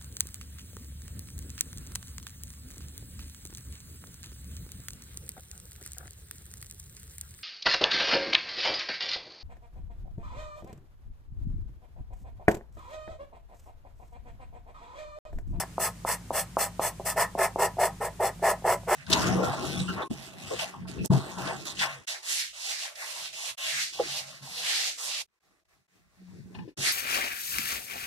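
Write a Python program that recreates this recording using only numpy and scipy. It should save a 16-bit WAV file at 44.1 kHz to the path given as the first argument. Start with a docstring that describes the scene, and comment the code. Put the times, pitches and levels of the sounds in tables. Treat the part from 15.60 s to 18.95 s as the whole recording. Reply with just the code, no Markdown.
"""In a quiet room, close by, a pastel pencil lays short, quick strokes on paper fixed to a drawing board.
The tip mostly taps down first: a dull push that rings the board. It then drags over the paper's tooth.
Tiny random impacts drum on the board's modes, mostly louder and duller in the later strokes,
and coloured noise gives the hiss of crumbling pigment, which follows the tip's speed.
A low wavering hum (sines) and a faint hiss (noise) lie underneath."""
import sys
import numpy as np
from scipy import signal
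from scipy.fft import rfft, irfft, next_fast_len
from scipy.io import wavfile
from scipy.ndimage import map_coordinates

SR = 44100
rng = np.random.default_rng(int(sys.argv[2]) if len(sys.argv) > 2 else 0)


def waveform_to_disk(signal):
    """Save audio, clipped to [-1, 1], as 16-bit WAV at the path in sys.argv[1]."""
    frames = np.transpose(np.atleast_2d(signal))
    scaled = np.clip(frames, -1, 1) * 32767
    samples = np.round(scaled).astype(np.int16)
    wavfile.write(sys.argv[1], SR, samples)


N = 147735  # length in samples

# The pencil strokes: [start/s, length/s, board level/dB, high modes over low modes/dB,
# hiss level/dB, fastest point/share of the stroke]
STROKE_TABLE = [(-.075, 0.13, -26, 11, -25, 0.41), (0.183, 0.14, -31.5, 7, -27, 0.43),
                (0.45, .13, -31, 9, -29, 0.52), (0.716, 0.14, -31, 4.5, -28.5, 0.53),
                (0.97, 0.14, -30.5, 5.5, -28, 0.33), (1.198, 0.13, -30, 4.5, -30, 0.48),
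                (1.441, 0.12, -32.5, 8.5, -28.5, 0.36), (1.553, 0.12, -22.5, 6, -29.5, 0.54),
                (1.769, 0.13, -22.5, 1, -31, 0.54), (1.974, 0.12, -23, -4, -30.5, 0.61),
                (2.177, .13, -22.5, -3.5, -31, 0.55), (2.396, .108, -27.5, -1, -39, 0.56),
                (2.588, 0.13, -26, -3.5, -34.5, 0.6), (2.813, 0.14, -22, -1, -32, 0.62),
                (3.035, 0.14, -21.5, -2.5, -32.5, 0.63), (3.265, 0.13, -21, 1, -30.5, 0.73)]


def amp(db):
    """Turn decibels into a gain."""
    return 10 ** (np.asarray(db) / 20)


def unit(x):
    """Scale to an rms of 1."""
    return x / np.sqrt(np.mean(x ** 2) + 1e-20)


def along(points, hz):
    """Read a curve of (f/Hz, value) points, with the frequency on a log axis."""
    f, value = np.transpose(points)
    return np.interp(np.log(hz + 1), np.log(f + 1), value)


def wobble(rate):
    """A smooth random curve with rate new random points a second."""
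    knots = rng.standard_normal(N // 20)
    return map_coordinates(knots, [np.arange(N) * rate / SR], mode="mirror")


def filtered(x, response):
    """Filter x by multiplying its spectrum with a response that depends on frequency."""
    size = next_fast_len(N + SR // 10)
    hz = np.fft.rfftfreq(size, 1 / SR)
    return irfft(rfft(x, size) * response(hz), size)[..., :N]


def stereo(pair, spectrum, alike):
    """Colour two unrelated signals and mix them into a left and right that are partly alike, at rms 1."""
    def mid_side_response(hz):
        # the angle sets how much is shared: 0 makes both sides the same
        angle = np.arccos(np.clip(along(alike, hz), -1, 1)) / 2
        return amp(along(spectrum, hz)) * [np.cos(angle), np.sin(angle)]

    mid, side = filtered(pair, mid_side_response)
    return unit(np.array([mid + side, mid - side]))


HUM_WAVER_DB, HUM_DRIFT_RAD = 0.6, 0.58  # random swing of the hum's level and phase
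FLOOR_DB = -48  # rms of the room noise


def background():
    """Low hum tones, wavering in level and phase, over the room's steady coloured noise."""
    # hum tones: [f/Hz, rms level/dB]
    hum_tones = [(52.9, -52), (105.7, -53), (175.6, -52)]
    # colour of the room noise: [f/Hz, level/dB]
    floor_colour = [(20, -14), (40, -26), (75, -8), (130, -2.5), (190, -6), (280, -15.5), (500, -23),
                    (1000, -25.5), (2000, -26), (4000, -30), (8000, -28), (12000, -35), (15000, -40)]
    # how alike left and right are in the room noise: [f/Hz, correlation]
    floor_alike = [(100, 1), (1000, 0.39), (5000, 0.13)]
    t = np.arange(N) / SR
    hum = np.zeros(N)
    for hz, db in hum_tones:
        level = amp(db + HUM_WAVER_DB * wobble(5.16))
        phase = 2 * np.pi * hz * t + HUM_DRIFT_RAD * wobble(3.82)
        hum += level * np.sqrt(2) * np.sin(phase)
    noise = stereo(rng.standard_normal((2, N)), floor_colour, floor_alike)
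    return hum + amp(FLOOR_DB) * noise


ROOM_WIDTH = 0.32  # share of side signal in the reflections


def room(x, count=14):
    """Fading noise as a small, dry room; the moving hand shifts the reflections in count steps."""
    # time for the reflections to fade by 60 dB: [f/Hz, fade time/s]
    fade_times = [(200, 0.11), (900, 0.2), (2500, 0.13), (10000, 0.087)]
    noise = rng.standard_normal((count, 2, SR // 4))
    hz, t, bands = signal.stft(noise, SR, nperseg=256)
    fade = amp(-60 * t / along(fade_times, hz)[:, None])
    tails = signal.istft(bands * fade, SR, nperseg=256)[1]
    wet = np.zeros((2, N + SR))
    for part, tail in zip(np.array_split(np.arange(N), count), tails):
        tail = tail / np.linalg.norm(tail[0])
        answer = signal.fftconvolve(x[part][None], tail, axes=1)
        wet[:, part[0]:part[0] + answer.shape[1]] += answer
    mid, side = wet[:, :N]
    return np.array([mid + ROOM_WIDTH * side, mid - ROOM_WIDTH * side])


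BOARD_LOW_HZ, BOARD_TOP_HZ = 320, 3000  # the board's sound falls off below and above these


def board_response(hz):
    """Board and pencil ring in a set of resonances (modes); little bass is radiated."""
    # modes of board and pencil: [f/Hz, width/Hz, level/dB]
    board_modes = [(373.3, 49, -8.5), (504, 98, -5.5), (574.5, 41, 0), (653, 65, 2.5), (795, 57, 1.5),
                   (903, 103, -1.5), (999, 30.6, 0.5), (1072, 23.3, -3.5), (1252, 45.6, -3),
                   (1325, 130, -9), (1685, 94, -7.5), (1767, 82, -3), (1899, 42, -5.5), (2059, 102, -9.5)]
    modes = 0
    for k, (centre, width, db) in enumerate(board_modes):
        damping = 1j * hz * width
        sign = (-1) ** k  # neighbouring modes move opposite ways
        modes = modes + sign * amp(db) * damping / (centre * centre - hz * hz + damping)
    s = 1j * hz / BOARD_LOW_HZ
    bass_cut = (s * s / (1 + s + s * s)) ** 2
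    return modes * bass_cut / (1 + (hz / BOARD_TOP_HZ) ** 8)


TAP_CYCLES, TAP_RING_DB = .4, -8.5  # width of the push in cycles; ring against the pushes
REBOUND_S, REBOUND_DB = 0.00393, -17.5  # the knock comes back off the desk
THUMP_HZ = 535  # a tap mostly rings the modes below this


def tapping():
    """Each touch is one dull push on the board, its rebound and the ring of the modes."""
    # the tip touching down, a softer contact being lower: [t/s, level/dB, pitch/Hz]
    taps = [(0.037, -23, 930), (.182, -13.5, 806), (.4502, -15.5, 790), (0.7073, -14, 704),
            (0.9701, -8.5, 824), (1.196, -11, 740), (1.399, -22.5, 624), (1.404, -24.5, 660),
            (1.7529, -17.5, 630), (1.9606, -14.5, 677), (2.171, -26.5, 620), (2.797, -38, 650),
            (3.024, -35, 660), (3.235, -37.5, 650)]
    knocks = np.zeros(N)
    t = np.arange(-SR // 100, SR // 50) / SR  # time around one touch

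    def push(cycles):
        return -np.sin(2 * np.pi * cycles) * np.exp(-.5 * (cycles / TAP_CYCLES) ** 2)

    def thump_response(hz):
        return board_response(hz) / (1 + 1j * hz / THUMP_HZ) ** 4

    for touch_s, db, hz in taps:
        first = round((touch_s + t[0]) * SR)
        rebound = amp(REBOUND_DB) * push((t - REBOUND_S) * hz)
        knocks[first:][:len(t)] += amp(db) * (push(t * hz) + rebound)
    ring = unit(filtered(knocks, thump_response))
    return knocks + amp(TAP_RING_DB) * knocks.std() * ring


START_SPEED = 0.13  # share of top speed as the tip starts to drag


def sweep(start, length, fastest, rise, power):
    """One stroke's loudness: the tip makes contact, speeds up, slows and lifts."""
    u = (np.arange(N) / SR - start) / length  # place in the stroke, 0 to 1
    on = (u > 0) & (u < 1)
    u, level = u[on], np.zeros(N)
    fastest = np.clip(fastest, .1, .9)
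    speeding_up = 1 - (1 - START_SPEED) * (1 - u / fastest) ** 2
    slowing = np.cos(np.pi / 2 * (u - fastest) / (1 - fastest)) ** 2
    speed = np.where(u < fastest, speeding_up, slowing)
    contact = np.sin(np.pi / 2 * np.minimum(u / rise, 1)) ** 2
    level[on] = np.abs(speed) ** power * contact
    return level


DRAG_SHARE, SPEED_POWER = 0.18, 1.85  # rise of the hiss as share of the stroke; hiss against speed
# for each dB of board level above PRESSED_DB, the hiss below the split gains HISS_DARKENS dB
PRESSED_DB, HISS_DARKENS, HISS_SPLIT_HZ = -27.5, 0.34, 5900
HISS_PAN_DB = 0.42  # left is raised and right lowered by this


def scratching():
    """Pigment crumbling off the tip: a dense hiss that grows with speed and darkens with pressure."""
    # colour of the tip's hiss: [f/Hz, level/dB]
    hiss_colour = [(500, -48), (1500, -16), (2300, -14.5), (2600, -6.5), (2900, -9), (3200, -20),
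                   (3480, -8), (3700, -23), (3960, -24.5), (4200, -7), (4520, -12), (5350, -5.5),
                   (5800, -9.5), (6250, -5.5), (6600, -11), (7100, -6.5), (7480, -7), (7780, 1.5),
                   (8250, -0.5), (8450, -1), (8750, -3), (9300, -8), (10500, -3.5), (11100, -3),
                   (11700, -10.5), (12000, -13.5), (12400, -17), (13200, -9.5), (14000, -3), (14300, -6),
                   (14550, -8), (15100, -13), (16000, -36)]
    # how alike left and right are in the hiss: [f/Hz, correlation]
    hiss_alike = [(2000, 1), (4400, 0.51), (8000, 0.033), (15000, 0.07)]
    flicker_db = 1.55 * wobble(1200) + 1.0 * wobble(120)
    crumbs = stereo(rng.standard_normal((2, N)) * amp(flicker_db), hiss_colour, hiss_alike)
    low = filtered(crumbs, lambda hz: 1 / (1 + (hz / HISS_SPLIT_HZ) ** 4))
    out = np.zeros((2, N))
    for start, length, board_db, _, hiss_db, fastest in STROKE_TABLE:
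        dark = amp(HISS_DARKENS * (board_db - PRESSED_DB))
        loudness = amp(hiss_db) * sweep(start, length, fastest, DRAG_SHARE, SPEED_POWER)
        out += loudness * (crumbs + (dark - 1) * low)
    return out * amp([[HISS_PAN_DB], [-HISS_PAN_DB]])


def tooth(rate):
    """Tiny random impacts of the tip on the paper's grain, rate a second on average."""
    hits = rng.random(N) < rate / SR
    return unit(hits * rng.standard_normal(N))


GRAINS_PER_S, CHATTER_PER_S, CHATTER_DB = 2500, 130, -0.5  # impacts; speed and depth of the chatter
DULL_HZ = 950  # a slow tip mostly reaches the modes below this
# rise and earlier peak (shares of the stroke), level against speed: low modes, then high modes
DULL_RISE, DULL_LEAD, DULL_POWER = 0.037, 0.25, 1
BRIGHT_RISE, BRIGHT_LEAD, BRIGHT_POWER = 0.19, 0.077, 1.18
# the tip catches as it starts to drag
CATCH_AT_S, CATCH_WIDTH_S, CATCH_DB = 0.016, 0.0063, -8


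def rubbing():
    """Grains drum on the board; the tip chatters as it catches and slips, dull first, brighter with speed."""
    t = np.arange(N) / SR
    grains = tooth(GRAINS_PER_S) * amp(CHATTER_DB * wobble(CHATTER_PER_S))
    dull = filtered(grains, lambda hz: 1 / (1 + (hz / DULL_HZ) ** 4))
    bright = grains - dull
    drive = np.zeros(N)
    for start, length, db, bright_db, _, fastest in STROKE_TABLE:
        catch = amp(CATCH_DB) * np.exp(-.5 * ((t - start - CATCH_AT_S) / CATCH_WIDTH_S) ** 2)
        low = dull * (catch + sweep(start, length, fastest - DULL_LEAD, DULL_RISE, DULL_POWER))
        high = bright * sweep(start, length, fastest - BRIGHT_LEAD, BRIGHT_RISE, BRIGHT_POWER)
        drive += amp(db) * (amp(-bright_db / 2) * low + amp(bright_db / 2) * high)
    # the level is set against grains that drum without a break
    sound, steady = filtered(np.array([drive, grains]), board_response)
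    return sound / steady.std()


BOARD_SIDE_DB = -34.5  # slight left-right difference of the board
ROOM_DB, ROOM_HISS_DB = -10.5, -6.5  # how much board and hiss feed the room


def scene():
    """The board sounds from the middle, the hiss wide around it, with the room and its background."""
    board = rubbing() + tapping()
    hiss = scratching()
    side = amp(BOARD_SIDE_DB) * filtered(board, lambda hz: 1j * np.minimum(hz / 500, 2.6) ** 2)
    direct = np.array([board + side, board - side]) + hiss
    reflections = room(amp(ROOM_DB) * board + amp(ROOM_HISS_DB) * hiss[0])
    return direct + reflections + background()


def record(dry):
    """Nothing is kept above the band limit of 15500 Hz."""
    return filtered(dry, lambda hz: hz < 15500)


dry = scene()
out = record(dry)
waveform_to_disk(out)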